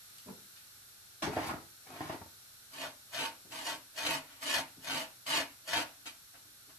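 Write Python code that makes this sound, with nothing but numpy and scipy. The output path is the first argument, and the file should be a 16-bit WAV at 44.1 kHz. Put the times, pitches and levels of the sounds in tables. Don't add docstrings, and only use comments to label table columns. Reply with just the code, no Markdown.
import sys
import numpy as np
from scipy import signal
from scipy.fft import rfft, irfft
from scipy.io import wavfile

SR = 44100
rng = np.random.default_rng(int(sys.argv[2]) if len(sys.argv) > 2 else 0)


def persist_wave(psi):
    counts = np.round(np.clip(psi, -1, 1) * 32767).astype(np.int16)
    wavfile.write(sys.argv[1], SR, np.atleast_2d(counts).T)


N = 299412
TIME_S = np.arange(N) / SR

# freq_hz, t60_s
ROOM_T60 = [(100, 0.54), (280, 0.42), (600, 0.34), (1400, 0.34), (3700, 0.31), (10000, 0.17)]
# freq_hz, likeness (-1 to 1)
ROOM_LIKENESS = [(60, 0.72), (280, 0.79), (600, 0.55), (1300, -0.0083), (2800, 0.034), (13000, 0.0078)]
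# freq_hz, ratio_db
DIRECT_RATIO = [(100, -2.5), (300, -15.5), (700, -11.5), (1500, -12.5), (13000, -12.5)]

# freq_hz, shape_db
LOW_NOISE_SPECTRUM = [(15, -84), (25, -7), (108, -6), (157, -7.5), (523, -14.5), (781, -12.5), (884, -8),
                      (1000, -29), (1300, -70), (2200, -120)]
# freq_hz, shape_db
HISS_SPECTRUM = [(900, -6), (1150, 4.5), (1450, 10), (1900, 2.5), (3100, 3.5), (3700, 8), (4400, 10),
                 (4900, 4), (5500, 9), (6300, 5), (10500, 6.5), (12000, 7.5), (12500, 13), (13300, -1)]
# time_s, relative_level_db
HISS_LEVEL = [(0, -57), (1, -59), (2.3, -58.5), (3.4, -59), (6.79, -59.5)]
# freq_hz, likeness (-1 to 1)
NOISE_LIKENESS = [(60, 0.44), (180, 0.56), (520, 0.23), (1530, -0.11), (4510, -0.062), (13300, -0.003)]
# pitch_hz, rms_level_db
HUM_TONES = [(100, -79.5), (125, -81.5)]
LOW_NOISE_DB = -73

# time_s, relative_level_db, hardness_corner_hz, chatter_s
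TICK_BLOWS = [(.183, -43.5, 9000, 0.0014), (.561, -49, 2800, 0.011)]
# time_s, relative_level_db, hardness_corner_hz, chatter_s
BUMP_BLOWS = [(.26, -51, 500, 0.027), (.282, -44, 1000, 0.016), (.322, -51, 800, 0.0073)]
# freq_hz, shape_db
WORKTOP_SPECTRUM = [(40, -30), (100, -13), (160, -2), (230, -7.5), (400, -11), (650, -13.5), (1200, -16),
                    (3000, -17), (13000, -36)]
# pitch_hz, width_hz, relative_level_db
WORKTOP_MODES = [(309, 3.2, 0), (250, 27, 3)]

# time_s, relative_level_db, hardness_corner_hz, chatter_s
RIM_KNOCKS = [(1.222, -23.5, 7700, 0.029), (1.334, -39, 2800, .007), (1.366, -28.5, 1600, 0.026),
              (1.462, -31.5, 13900, 0.031), (1.49, -31.5, 1870, .022), (2.007, -28, 1270, 0.0055),
              (2.096, -30, 1810, 0.0095), (2.215, -38, 1020, 0.0047)]
# start_s, press_s, release_s, relative_full_level_db, swell_db
RIM_DRAGS = [(1.325, 0.098, 0.13, -35, 4), (1.869, 0.257, .03, -38.5, 9.5)]
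# time_s, relative_level_db
SOFT_THUMPS = [(3.451, -54), (4.766, -53.5), (6.449, -63), (6.67, -62)]
# freq_hz, shape_db
COUNTER_SPECTRUM = [(30, -29), (85, -2), (200, -4), (280, 1), (500, -3), (800, 3.5), (1300, -0.5),
                    (1900, -1), (3200, -6.5), (5000, -7.5), (8000, -12.5), (13000, -7)]
ROCK_DELAY_S, ROCK_DB, ROCK_CORNER_HZ = 0.045, -10, 458
THUMP_CORNER_HZ, THUMP_CHATTER_S = 262, 0.032
DRAG_ATTACK_DB_PER_S = 800
GRIP_DB_PER_OCTAVE, GRIP_FROM_HZ = 3.5, 340

# start_s, attack_db_per_s, press_s, release_s, relative_full_level_db, swell_db, low_body_db, fizz_db
LEMON_PUSHES = [(2.734, 500, 0.09, 0.081, -42, 12, 0, -13),
                (3.144, 598, 0.08, 0.073, -34.5, 7.5, -3.5, -13),
                (3.522, 900, 0.042, 0.1, -44.5, 2, 0, -9.5),
                (3.67, 500, 0.03, 0.068, -39.5, -1.5, -1.5, -10),
                (3.978, 696, 0.14, 0.07, -33.5, 8, -3.5, -13),
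                (4.426, 996, 0.13, 0.066, -31.5, 10.5, -4, -12.5),
                (4.873, 394, 0.092, 0.086, -36, 5, -2, -12), (5.267, 2200, 0.096, 0.073, -30, 9, -4.5, -14),
                (5.69, 508, 0.069, 0.081, -31, 11.5, -3.5, -14)]
# time_s, relative_level_db
PEEL_SNAGS = [(3.662, -43), (4.063, -28.5), (4.5, -37), (4.54, -30), (5.731, -33)]
# time_s, relative_level_db, hardness_corner_hz, chatter_s
LEMON_BRUSHES = [(4.268, -62, 3080, 0.13), (6.057, -41.5, 11000, 0.024), (6.34, -58, 1840, 0.025),
                 (6.69, -59, 2180, 0.016)]
# pitch_hz, width_hz, relative_level_db
BOX_MODES = [(90, 16, -2), (146, 10, 4), (269, 14, 6), (305, 22, 0), (415, 20, -4), (644, 20, 1),
             (908, 13, 9), (966, 14, -5), (1104, 14, 5), (1447, 16, 4), (1547, 14, 1), (1678, 14, 2),
             (1738, 14, 1), (1931, 16, 0), (2204, 16, 1), (2365, 16, 2), (2478, 14, 8), (2745, 16, 0),
             (2905, 20, 4), (3616, 16, 5), (4060, 16, 2), (4570, 16, 6)]
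# freq_hz, shape_db
RASP_SPECTRUM = [(30, -32), (70, -22), (130, -19.5), (200, -19.5), (285, -7), (360, -18), (480, -13.5),
                 (620, -6.5), (1000, -7), (2900, -4.5), (3400, -10.5), (4300, -7.5), (7000, -11.5),
                 (13200, -13.5)]
BITE_DB, BITE_LEAD_S = -2.5, 0.0034
BODY_DB_PER_S, BODY_RUN_OUT_DB = 2, 5.5
FIZZ_DB_PER_DB, EASED_LIMIT_DB = 0.4727, 13.5
SNAG_CORNER_HZ, SNAG_CHATTER_S = 9250, 0.0073

EDGE_HZ = 13250


def gain_of(db):
    return 10 ** (np.asarray(db) / 20)


def evened(x):
    return x / np.sqrt(np.mean(x ** 2) + 1e-20)


def read(points, hz):
    point_hz, value = np.transpose(points)
    return np.interp(np.log(hz + 1), np.log(point_hz + 1), value)


def convolve(x, response):
    return signal.fftconvolve(np.atleast_2d(x), np.atleast_2d(response), axes=1)[:, :N]


def colour(points, size=4096):
    hz = abs(np.fft.fftfreq(size, 1 / SR))
    log_gain = np.log(gain_of(read(points, hz)))
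    spectrum = np.exp(np.conj(signal.hilbert(log_gain)))
    return np.fft.ifft(spectrum).real[:size // 2]


def lowpass(x, hz, order=2):
    return signal.sosfilt(signal.butter(order, min(hz, SR / 2 - 1), fs=SR, output="sos"), x)


def below(x, hz):
    return signal.sosfiltfilt(signal.butter(2, hz, fs=SR, output="sos"), x)


def pair(two, likeness):
    a, b = rfft(two)
    same = np.clip(read(likeness, np.fft.rfftfreq(two.shape[1], 1 / SR)), -1, 1)
    mid = np.sqrt((1 + same) / 2) * a
    side = np.sqrt((1 - same) / 2) * b
    return irfft([mid + side, mid - side], two.shape[1])


def kitchen(early_db, early_t60_s):
    t = TIME_S[:SR // 2]
    shape = (2, 2, len(t))
    taps = rng.choice([-1., 1.], shape) * (rng.random(shape) < 4000 / SR)
    hz, age_s, bands = signal.stft(pair(taps[0], ROOM_LIKENESS), SR, nperseg=256)
    decay = gain_of(-60 * age_s / read(ROOM_T60, hz)[:, None])
    tail = signal.istft(bands * decay, SR)[1][:, :len(t)]
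    tail *= 1 - np.exp(-t / 0.0052)
    early = pair(taps[1], ROOM_LIKENESS) * gain_of(-60 * t / early_t60_s)
    reflected = evened(evened(tail) + gain_of(early_db) * evened(early)) / np.sqrt(len(t))
    straight = np.zeros_like(reflected)
    straight[[0, 1], [2, 0]] = 1
    hz, ratio_db = np.transpose(DIRECT_RATIO)
    total_db = 10 * np.log10(1 + gain_of(ratio_db) ** 2)
    direct = convolve(straight, colour(np.c_[hz, ratio_db - total_db]))
    diffuse = convolve(reflected, colour(np.c_[hz, -total_db]))
    return (direct + diffuse)[:, :len(t)]


def body(spectrum, modes, ring_db, room):
    t = TIME_S[:room.shape[1]]
    ring = np.zeros_like(room)
    for hz, width_hz, db in modes:
        phase = rng.standard_normal((2, 1)) * hz / 2000
        spot_gain = gain_of(db + ring_db + 2 * rng.standard_normal())
        height = spot_gain * 2 * np.pi * width_hz / SR
        ring += height * np.exp(-np.pi * width_hz * t) * np.cos(2 * np.pi * hz * t + phase)
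    sheet = colour(spectrum)
    return convolve(room + ring, sheet / np.linalg.norm(sheet))


def spots(force, per_s, count):
    away = (TIME_S * per_s - np.arange(count)[:, None]) % count - 1
    return force * np.cos(np.pi / 2 * np.clip(away, -1, 1))


def snaps(per_s, spread_db, clump_db, clump_hz):
    size = gain_of(spread_db * np.minimum(rng.exponential(1, N), 4))
    clumps = gain_of(clump_db * evened(lowpass(rng.standard_normal(N), clump_hz)))
    sign = rng.choice([-1, 1], N)
    occurs = rng.random(N) < per_s / SR
    return evened(size * clumps * sign * occurs)


def blows(rows, click, rise):
    out = np.zeros(N)
    t = TIME_S[:SR // 6]
    for start_s, db, corner_hz, chatter_s in rows:
        envelope = np.exp(-t / chatter_s) * (1 - np.exp(-t / (rise * chatter_s)))
        force = rng.standard_normal(len(t)) * envelope
        force[0] += click
        force = lowpass(force, corner_hz)
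        force *= gain_of(db) * np.sqrt(chatter_s * SR / 2) / np.linalg.norm(force)
        part = out[round(start_s * SR):][:len(t)]
        part += force[:len(part)]
    return out


def push(start_s, press_s, release_s, swell_db, attack_db_per_s):
    age_s = TIME_S - start_s
    attack = attack_db_per_s * np.minimum(age_s, 0)
    swell = swell_db * (np.clip(age_s / press_s, 0, 1) - 1)
    release = -20 * (np.maximum(age_s - press_s, 0) / release_s) ** 2
    return attack + swell + release


def background():
    low, high = (evened(convolve(pair(rng.standard_normal((2, N)), NOISE_LIKENESS), colour(points)))
                 for points in (LOW_NOISE_SPECTRUM, HISS_SPECTRUM))
    hum = sum(np.sqrt(2) * gain_of(db) * np.sin(2 * np.pi * (hz * TIME_S + rng.random()))
              for hz, db in HUM_TONES)
    hiss_db = np.interp(TIME_S, *np.transpose(HISS_LEVEL)) + 3
    return gain_of(LOW_NOISE_DB) * low + gain_of(hiss_db) * high + hum


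def ticks():
    force = gain_of(5.0) * blows(TICK_BLOWS, click=4.0, rise=0.05)
    return convolve(force - below(force, 2200), kitchen(early_db=1, early_t60_s=0.037))


def bump():
    force = gain_of(-7) * blows(BUMP_BLOWS, click=3.9, rise=0.19)
    room = kitchen(early_db=9.5, early_t60_s=0.089)
    return convolve(force, body(WORKTOP_SPECTRUM, WORKTOP_MODES, ring_db=5.5, room=room))


def box_contacts():
    rocks = [(s + ROCK_DELAY_S, db + ROCK_DB, ROCK_CORNER_HZ, chatter_s) for s, db, _, chatter_s in RIM_KNOCKS]
    thumps = [(s, db, THUMP_CORNER_HZ, THUMP_CHATTER_S) for s, db in SOFT_THUMPS]
    return list(RIM_KNOCKS) + rocks + thumps


def box_on_counter():
    slips = snaps(per_s=2000, spread_db=2.5, clump_db=1.5, clump_hz=60)
    level = sum(gain_of(db + push(start_s, press_s, release_s, swell_db, DRAG_ATTACK_DB_PER_S))
                for start_s, press_s, release_s, db, swell_db in RIM_DRAGS)
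    judder = level * evened(lowpass(slips, 6400, order=1))
    contacts = blows(box_contacts(), click=4.3, rise=0.065)
    force = gain_of(-9.0) * judder + gain_of(-8.0) * contacts
    gripped = [(hz, width_hz, db - GRIP_DB_PER_OCTAVE * max(np.log2(hz / GRIP_FROM_HZ), 0))
               for hz, width_hz, db in BOX_MODES]
    return sum(convolve(part, body(COUNTER_SPECTRUM, gripped, ring_db=-1.5,
                                   room=kitchen(early_db=4, early_t60_s=0.032)))
               for part in spots(force, per_s=17, count=5))


def strokes():
    gains = np.zeros((3, N))
    for start_s, attack_db_per_s, press_s, release_s, db, swell_db, low_body_db, fizz_db in LEMON_PUSHES:
        pressure = push(start_s, press_s, release_s, swell_db, attack_db_per_s)
        touching = pressure > -80
        pressure = pressure[touching]
        past_top_s = np.clip(TIME_S[touching] - start_s - press_s, -press_s, release_s)
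        run_out = np.maximum(past_top_s, 0) / release_s
        low_body = low_body_db + BODY_DB_PER_S * past_top_s + BODY_RUN_OUT_DB * run_out
        fizz = fizz_db + FIZZ_DB_PER_DB * np.minimum(-pressure, EASED_LIMIT_DB)
        gains[:, touching] += gain_of(db + np.array([pressure, pressure + low_body, pressure + fizz]))
    return gains


def catches():
    bites = [(start_s - BITE_LEAD_S, db - swell_db + BITE_DB)
             for start_s, _, _, _, db, swell_db, _, _ in LEMON_PUSHES]
    return [(s, db, SNAG_CORNER_HZ, SNAG_CHATTER_S) for s, db in bites + list(PEEL_SNAGS)]


def treble_modes(width_hz, db, count):
    pitches_hz = np.exp(rng.uniform(np.log(3000), np.log(12000), count))
    return [(hz, width_hz, db) for hz in pitches_hz]


def grating():
    rasp_gain, body_gain, fizz_gain = strokes()
    teeth = snaps(per_s=2400, spread_db=2.0, clump_db=1.5, clump_hz=142)
    low = below(teeth, 960)
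    high = teeth - below(teeth, 4400)
    middle = teeth - low - high
    force = gain_of(2.0) * rasp_gain * middle
    force += gain_of(7.5) * body_gain * low
    force += gain_of(8.0) * fizz_gain * high
    force += gain_of(-0.55) * blows(catches() + list(LEMON_BRUSHES), click=3.5, rise=0.25)
    modes = list(BOX_MODES) + treble_modes(width_hz=44.0, db=2.5, count=32)
    return sum(convolve(part, body(RASP_SPECTRUM, modes, ring_db=0.0,
                                   room=kitchen(early_db=8.5, early_t60_s=0.047)))
               for part in spots(force, per_s=14, count=4))


def scene():
    return background() + ticks() + bump() + box_on_counter() + grating()


def record(dry):
    band_limit = signal.firwin(601, EDGE_HZ, window=("kaiser", 7), fs=SR)
    return signal.oaconvolve(dry, band_limit[None], "same")


dry = scene()
out = record(dry)
persist_wave(out)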